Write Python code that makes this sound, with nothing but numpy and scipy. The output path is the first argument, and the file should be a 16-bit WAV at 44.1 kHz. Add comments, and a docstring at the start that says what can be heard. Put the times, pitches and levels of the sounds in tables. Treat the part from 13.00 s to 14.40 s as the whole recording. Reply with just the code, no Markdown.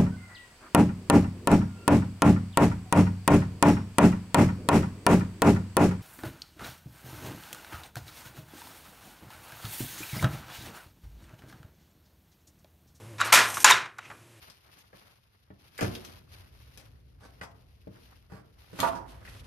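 """A wooden fly-shuttle handloom throws its shuttle once, heard close by in a small, hard-walled workshop.
A cord pulls tight and the picker (the block that drives the shuttle) whacks it. The shuttle hisses
along its track, slams into the box at the far end and rattles to rest. The swinging beam then gives
a few light knocks. A low hum, a rumble and a faint hiss lie underneath. The sound is mono."""
import sys
import numpy as np
from scipy import signal
from scipy.fft import rfft, irfft, next_fast_len
from scipy.io import wavfile

SR = 44100
rng = np.random.default_rng(int(sys.argv[2]) if len(sys.argv) > 2 else 0)


def output_pcm(signal):
    """Save a mono or channel-first signal as 16-bit PCM at the path in sys.argv[1].

    Samples are clipped to [-1, 1] before scaling.
    """
    pcm = np.clip(np.atleast_2d(signal).T, -1, 1) * 32767
    wavfile.write(sys.argv[1], SR, np.round(pcm).astype(np.int16))


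N = 61739
T = np.arange(N) / SR

# Wood hitting wood. A positive tilt adds treble or takes away bass.
# (time [s], level [dB], treble tilt [dB/octave], bass tilt [dB/octave], echo and ring [dB])
KNOCK_HITS = [(0.182, -37, -1, 6.5, 4), (0.193, -35.5, -2.5, 0, 8), (0.2018, -27.5, -3, 1, 0),
              (0.2087, -21, -3, 7, -5), (0.2133, -23, -2.5, 14, -1.5), (0.3223, -10, -2, -3.5, -2),
              (0.3253, -10.5, 3.5, 1, -3.5), (0.336, -12.5, 3.5, 0, 1.5), (0.345, -17.5, 5, -1.5, 3),
              (0.355, -16.5, 2, 0, -3), (0.372, -10.5, -1, -0.5, -1.5), (0.387, -17, 0.5, -2, 0.5),
              (0.5689, -23.5, -3.5, 1.5, -5.5), (0.6432, -7.5, 0, 3, -1.5), (0.657, -14, 1, -0.5, 4),
              (0.675, -13.5, -1.5, 6, -1.5), (0.685, -18.5, -1.5, 14, 4), (0.693, -19.5, 1.5, 2.5, -1.5),
              (0.700, -12, 1, 2, -7), (0.708, -12, 0.5, 6, -2), (0.777, -29, -9, 15, -22),
              (0.857, -30, -5.5, 1, -21), (0.9849, -34.5, -5.5, 1.5, -14.5), (1.100, -39, -6, -1, -6.5),
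              (1.111, -38.5, -8, -2.5, -11)]
# Tone of a knock (frequency [Hz], level [dB])
WOOD_TONE = [(30, -56.5), (60, -44), (150, -25.5), (350, -18.5), (600, -11), (950, -2), (1400, 0.5),
             (1800, -3), (2600, -7), (4500, -14), (7000, -12), (9000, -18.5), (12000, -18), (15000, -35.5)]
# How long a knock takes to fade by 60 dB (frequency [Hz], fade time [s])
WOOD_FADE = [(150, 0.061), (1000, 0.046), (3000, 0.05), (12000, .035)]
# Strength of the room's echo (frequency [Hz], level [dB])
ECHO_TONE = [(150, -8), (500, -8.5), (1000, -12), (2000, -7.5), (4000, -6.5), (7000, -11), (12000, -15),
             (15000, -26.5)]
# How long the echo lasts (frequency [Hz], fade time [s])
ECHO_FADE = [(150, 0.45), (600, 0.47), (1500, 0.41), (3000, 0.33), (7000, 0.27), (12000, 0.23)]
def knocks():
    """Each knock shakes the wood briefly, then the room echoes; both fade band by band."""
    times, db, treble, bass, room_db = np.transpose(KNOCK_HITS)
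    edges = 28 * 2 ** (np.arange(38) / 4)   # Hz, four bands to an octave
    centres = np.sqrt(edges[1:] * edges[:-1])
    band_power = from_db(at_hz(WOOD_TONE, centres)) ** 2 * np.diff(edges)
    sound = 0
    for low, high, hz in zip(edges, edges[1:], centres):
        octaves = np.log2(hz / 1360)   # treble lies above 1360 Hz, bass below
        force = from_db(db + at_hz(WOOD_TONE, hz) + octaves * (treble if octaves > 0 else bass))
        crack = fading(times, force * from_db(-1), at_hz(WOOD_FADE, hz), rise_s=0.00097)
        echo_force = force * from_db(room_db + at_hz(ECHO_TONE, hz))
        echo = fading(times, echo_force, at_hz(ECHO_FADE, hz), rise_s=0.0051)
        band = signal.butter(2, [low, high], "band", fs=SR, output="sos")
        sound += signal.sosfilt(band, np.hypot(crack, echo) * rng.standard_normal(N))
    return sound * np.sqrt(SR / 2 / band_power.sum())


# The loom frame's ringing notes (frequency [Hz], level [dB], fade time [s])
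FRAME_NOTES = [(389, -15.5, .4), (868, -8.5, 0.349), (1021, -1.5, .38), (1080, -5, .45), (1184, -6.5, .38),
               (1190, -10.5, 0.29), (1360, -2.5, 0.36), (1414, -1, .4), (1562, -8.5, 0.59),
               (1630, -7, 0.21), (1721, -4, .42), (2130, -8, .38), (2370, -5.5, 0.25), (2435, -0.5, 0.39),
               (2677, -3.5, .28), (3766, -2.5, .34), (5570, -7.5, 0.27), (8600, -18, 0.38)]
def frame():
    """The frame rings on, struck a little differently by every knock."""
    times, db, _, _, room_db = np.transpose(KNOCK_HITS)
    hit_db = db + room_db - 19.5
    chance_db = 2 * rng.standard_normal((len(times), len(FRAME_NOTES)))
    sound = 0
    for k, (hz, note_db, fade_s) in enumerate(FRAME_NOTES):
        hits = clicks(times, from_db(hit_db + note_db + chance_db[:, k]))
        sound += (-1) ** k * ring(hits, hz, fade_s)
    return sound


# The picker's notes (frequency [Hz], level [dB], fade time [s])
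PICKER_NOTES = [(1135, -3, .04), (1420, -0.5, .035), (1750, -8.5, 0.028), (2630, -13, .015),
                (3860, -15, .06), (7360, -12, 0.012)]
# Its taps (time [s], level [dB])
PICKER_HITS = [(0.202, -20), (0.2136, -12), (0.570, -23), (0.985, -39.5)]
def picker():
    """The picker block clacks at each tap."""
    return struck(PICKER_NOTES, PICKER_HITS)


# The shuttle's notes (frequency [Hz], level [dB], fade time [s])
SHUTTLE_NOTES = [(560, -12.5, 0.1), (698, -4.5, .06), (868, 0.5, .12), (1340, -1, .06), (2136, -1.5, .07)]
# The picker's blow on it (time [s], level [dB])
SHUTTLE_HITS = [(0.3255, -17)]
def shuttle_whack():
    """The shuttle's body rings as the picker sends it off."""
    return struck(SHUTTLE_NOTES, SHUTTLE_HITS)


# Small hops along the track (time [s], level [dB])
SHUTTLE_SKIPS = [(0.247, -38), (0.258, -38.5), (0.487, -36), (0.499, -54), (0.543, -33), (0.571, -39.5),
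                 (0.6025, -31.5), (0.621, -39), (0.630, -39.5)]
# Tone of the sliding (frequency [Hz], level [dB])
TRACK_TONE = [(500, -12), (1200, -4), (2600, -4), (3500, -6.5), (4700, -6), (6100, 3.5), (7400, -2.5),
              (8900, 5), (9800, -2.5), (11800, 2.5), (13500, -7), (15000, -22)]
def shuttle_slide():
    """The shuttle hisses along its track, louder wherever it skips."""
    start_s, end_s, ramp_s = 0.37, 0.6325, .005
    times, db = np.transpose(SHUTTLE_SKIPS)
    skipping = fading(times, from_db(db), fade_s=0.15, rise_s=0.00097)
    sliding = from_db(-40) * np.clip((T - start_s) / ramp_s, 0, 1)
    stop = np.clip((end_s - T) / ramp_s + 1, 0, 1)
    roughness = from_db(1.9 * drift(per_second=350))
    return np.hypot(skipping, sliding) * stop * roughness * noise(TRACK_TONE)


# The far box's notes (frequency [Hz], level [dB], fade time [s])
BOX_NOTES = [(863, -7, 0.036), (1034, -1.5, .045), (1680, -1.5, 0.041), (2560, -5.5, .02),
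             (5454, -11, 0.02), (6320, -0.5, 0.011), (7170, 0, 0.018)]
# The shuttle's blows on it (time [s], level [dB])
BOX_HITS = [(0.645, -4), (0.7085, -12)]
def box_slam():
    """The box rings as the shuttle slams in, then hits again more softly."""
    return struck(BOX_NOTES, BOX_HITS)


# Hits of the shuttle's tip (time [s], level [dB])
TIP_HITS = [(0.2012, -38), (0.2088, -29), (0.2127, -40), (0.2468, -42), (0.542, -32), (0.6028, -36.5),
            (0.6439, -5.5), (0.7093, -18.5), (0.9841, -49)]
# Their tone (frequency [Hz], level [dB])
TIP_TONE = [(1000, -20), (3000, -6), (4500, -6), (5500, -4.5), (7200, 1.5), (8400, -11.5), (10700, -8.5),
            (13000, -18), (15000, -23)]
def tip_snaps():
    """The hard tip makes a short, bright crack wherever it lands."""
    times, db = np.transpose(TIP_HITS)
    return fading(times, from_db(db), fade_s=0.034, rise_s=.0005) * noise(TIP_TONE)


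def metal_chink():
    """A loose metal part chinks once, on one high note."""
    hz, fade_s, time_s, db = 3690, 0.03, .7195, -3
    return struck([(hz, 0, fade_s)], [(time_s, db)], rise_s=0.0023)


# Pulls on the cord (start [s], length [s], groan level [dB], rasp level [dB])
CORD_PULLS = [(0.209, 0.12, -31.5, -47.5), (1.001, 0.1, -62, -56.5)]
# Tones of the woody groan and the drier rasp (frequency [Hz], level [dB])
GROAN_TONE = [(200, -21), (700, -8), (1300, 2), (1800, -5), (2500, -8), (3200, -15), (3900, -13),
              (6000, -21), (14000, -40)]
RASP_TONE = [(600, -26), (1800, -2.5), (2500, 1.5), (3100, -6), (4200, -17.5), (6200, -14), (9000, -26.5),
             (14000, -38)]
def cord():
    """The cord rubs over wood; each pull swells and fades with an uneven grip."""
    groan, rasp = noise(GROAN_TONE), noise(RASP_TONE)
    pulls = 0
    for start_s, length_s, groan_db, rasp_db in CORD_PULLS:
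        progress = np.clip((T - start_s) / length_s, 0, 1)
        swell = np.sqrt(np.abs(np.sin(np.pi * progress)))
        pulls += swell * (from_db(groan_db) * groan + from_db(rasp_db) * rasp)
    return pulls * from_db(1.6 * drift(per_second=130))


# Loudness of the low sounds (time [s], hum level [dB], rumble level [dB])
HUM_AND_RUMBLE = [(0, -52, -51), (0.1, -44.5, -52.5), (0.24, -51, -55), (0.45, -48, -55),
                  (0.75, -58.5, -43), (0.92, -68, -65.5), (1.13, -68.5, -57), (1.4, -57, -65.5)]
# Loudness of the hiss (time [s], level [dB])
HISS_LOUDNESS = [(0, -56), (0.18, -56.5), (0.62, -46.5), (0.8, -74), (0.96, -71.5), (1.1, -58), (1.25, -60),
                 (1.4, -59.5)]
# The hum's notes (multiple of its pitch, level [dB])
HUM_NOTES = [(1, 0), (2, -17.5), (3, -10.5), (5, -14)]
# Tones of the rumble and the hiss (frequency [Hz], level [dB])
RUMBLE_TONE = [(25, -32), (45, -13), (62, -2.5), (110, 8), (170, -2), (240, -4.5), (330, 1), (600, -8),
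               (1200, -11), (2500, -33)]
HISS_TONE = [(200, 2), (1000, 2), (2500, 2), (4500, -5.5), (9000, -5), (12500, -6), (13300, -23.5),
             (14500, -42.5)]
def background():
    """A wavering low hum, room rumble and hiss; all sink after the loud blows."""
    hum_db, rumble_db = in_time(HUM_AND_RUMBLE)
    hiss_db, = in_time(HISS_LOUDNESS)
    pitch_hz = 109.8 + 7 * drift(per_second=36)
    phase = 2 * np.pi * np.cumsum(pitch_hz) / SR
    hum = np.sqrt(2) * sum(from_db(db) * np.sin(round(k) * phase) for k, db in HUM_NOTES)
    hum *= from_db(hum_db + 2.5 * drift(per_second=37))
    return hum + from_db(rumble_db) * noise(RUMBLE_TONE) + from_db(hiss_db) * noise(HISS_TONE)


def struck(notes, blows, rise_s=0.00051):
    """A small part rings briefly with the same notes at every blow."""
    times, db = np.transpose(blows)
    hits = clicks(times, from_db(db))
    sound = 0
    for k, (hz, note_db, fade_s) in enumerate(notes):
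        # taking away a shorter ring softens the start
        short_s = 1 / (1 / fade_s + 1 / (np.log(1000) * rise_s))
        sound += from_db(note_db) * (-1) ** k * (ring(hits, hz, fade_s) - ring(hits, hz, short_s))
    return sound


def ring(hits, hz, fade_s):
    """Each click starts a pure note that fades by 60 dB in fade_s."""
    keep, step = np.exp(-np.log(1000) / (fade_s * SR)), 2 * np.pi * hz / SR
    return signal.lfilter([0, np.sin(step)], [1, -2 * keep * np.cos(step), keep * keep], hits)


def fading(times, sizes, fade_s, rise_s):
    """A loudness curve: each hit's energy builds up and dies away."""
    keep, lag = from_db(-120 / (fade_s * SR)), np.exp(-1 / (rise_s * SR))
    energy = signal.lfilter([1], [1, -keep], clicks(times, sizes ** 2))
    return np.sqrt(signal.lfilter([1 - lag], [1, -lag], energy))


def clicks(times, sizes):
    """One click at each time."""
    return np.bincount((np.asarray(times) * SR).astype(int), sizes, N)[:N] + 1e-18


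def noise(tone):
    """Noise shaped by a tone table, at a standard level."""
    size = next_fast_len(N)
    hz = np.maximum(np.arange(size // 2 + 1) * SR / size, 1)
    shaped = irfft(rfft(rng.standard_normal(size)) * from_db(at_hz(tone, hz)), size)[:N]
    return shaped / np.sqrt(np.mean(shaped ** 2) + 1e-20)


def drift(per_second):
    """A random wobble, about one in size."""
    return np.interp(T * per_second, np.arange(400), rng.standard_normal(400))


def at_hz(table, hz):
    """Read between a table's rows, with octaves evenly spaced."""
    frequencies, values = np.transpose(table)
    return np.interp(np.log(hz), np.log(frequencies), values)


def in_time(rows):
    """Join a table's rows by straight lines over time."""
    times, *columns = np.transpose(rows)
    return [np.interp(T, times, column) for column in columns]


def from_db(db):
    """Turn decibels into a multiplier."""
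    return 10 ** (np.asarray(db) / 20)


# The loom's level dips briefly after the slam, then stays a little raised (time [s], level [dB])
LOOM_LEVEL = [(0.85, 0), (0.90, -3.5), (0.96, -5.5), (0.985, 3.5)]
def scene():
    """The loom over its background, thin in the deep bass and the same in both channels."""
    loom_db, = in_time(LOOM_LEVEL)
    loom = knocks() + frame() + picker() + shuttle_whack() + box_slam()
    loom += tip_snaps() + metal_chink() + shuttle_slide() + cord()
    bass_cut = signal.butter(2, 60, "high", fs=SR, output="sos")
    mono = signal.sosfilt(bass_cut, from_db(loom_db) * loom + background())
    return np.stack([mono, mono])


def record(dry):
    """Round off the loudest peaks and cut the highest treble."""
    ceiling = .87
    rounded = dry / (1 + (dry / ceiling) ** 4) ** .25
    return signal.sosfilt(signal.cheby2(16, 70, 16200, fs=SR, output="sos"), rounded)


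dry = scene()
out = record(dry)
output_pcm(out)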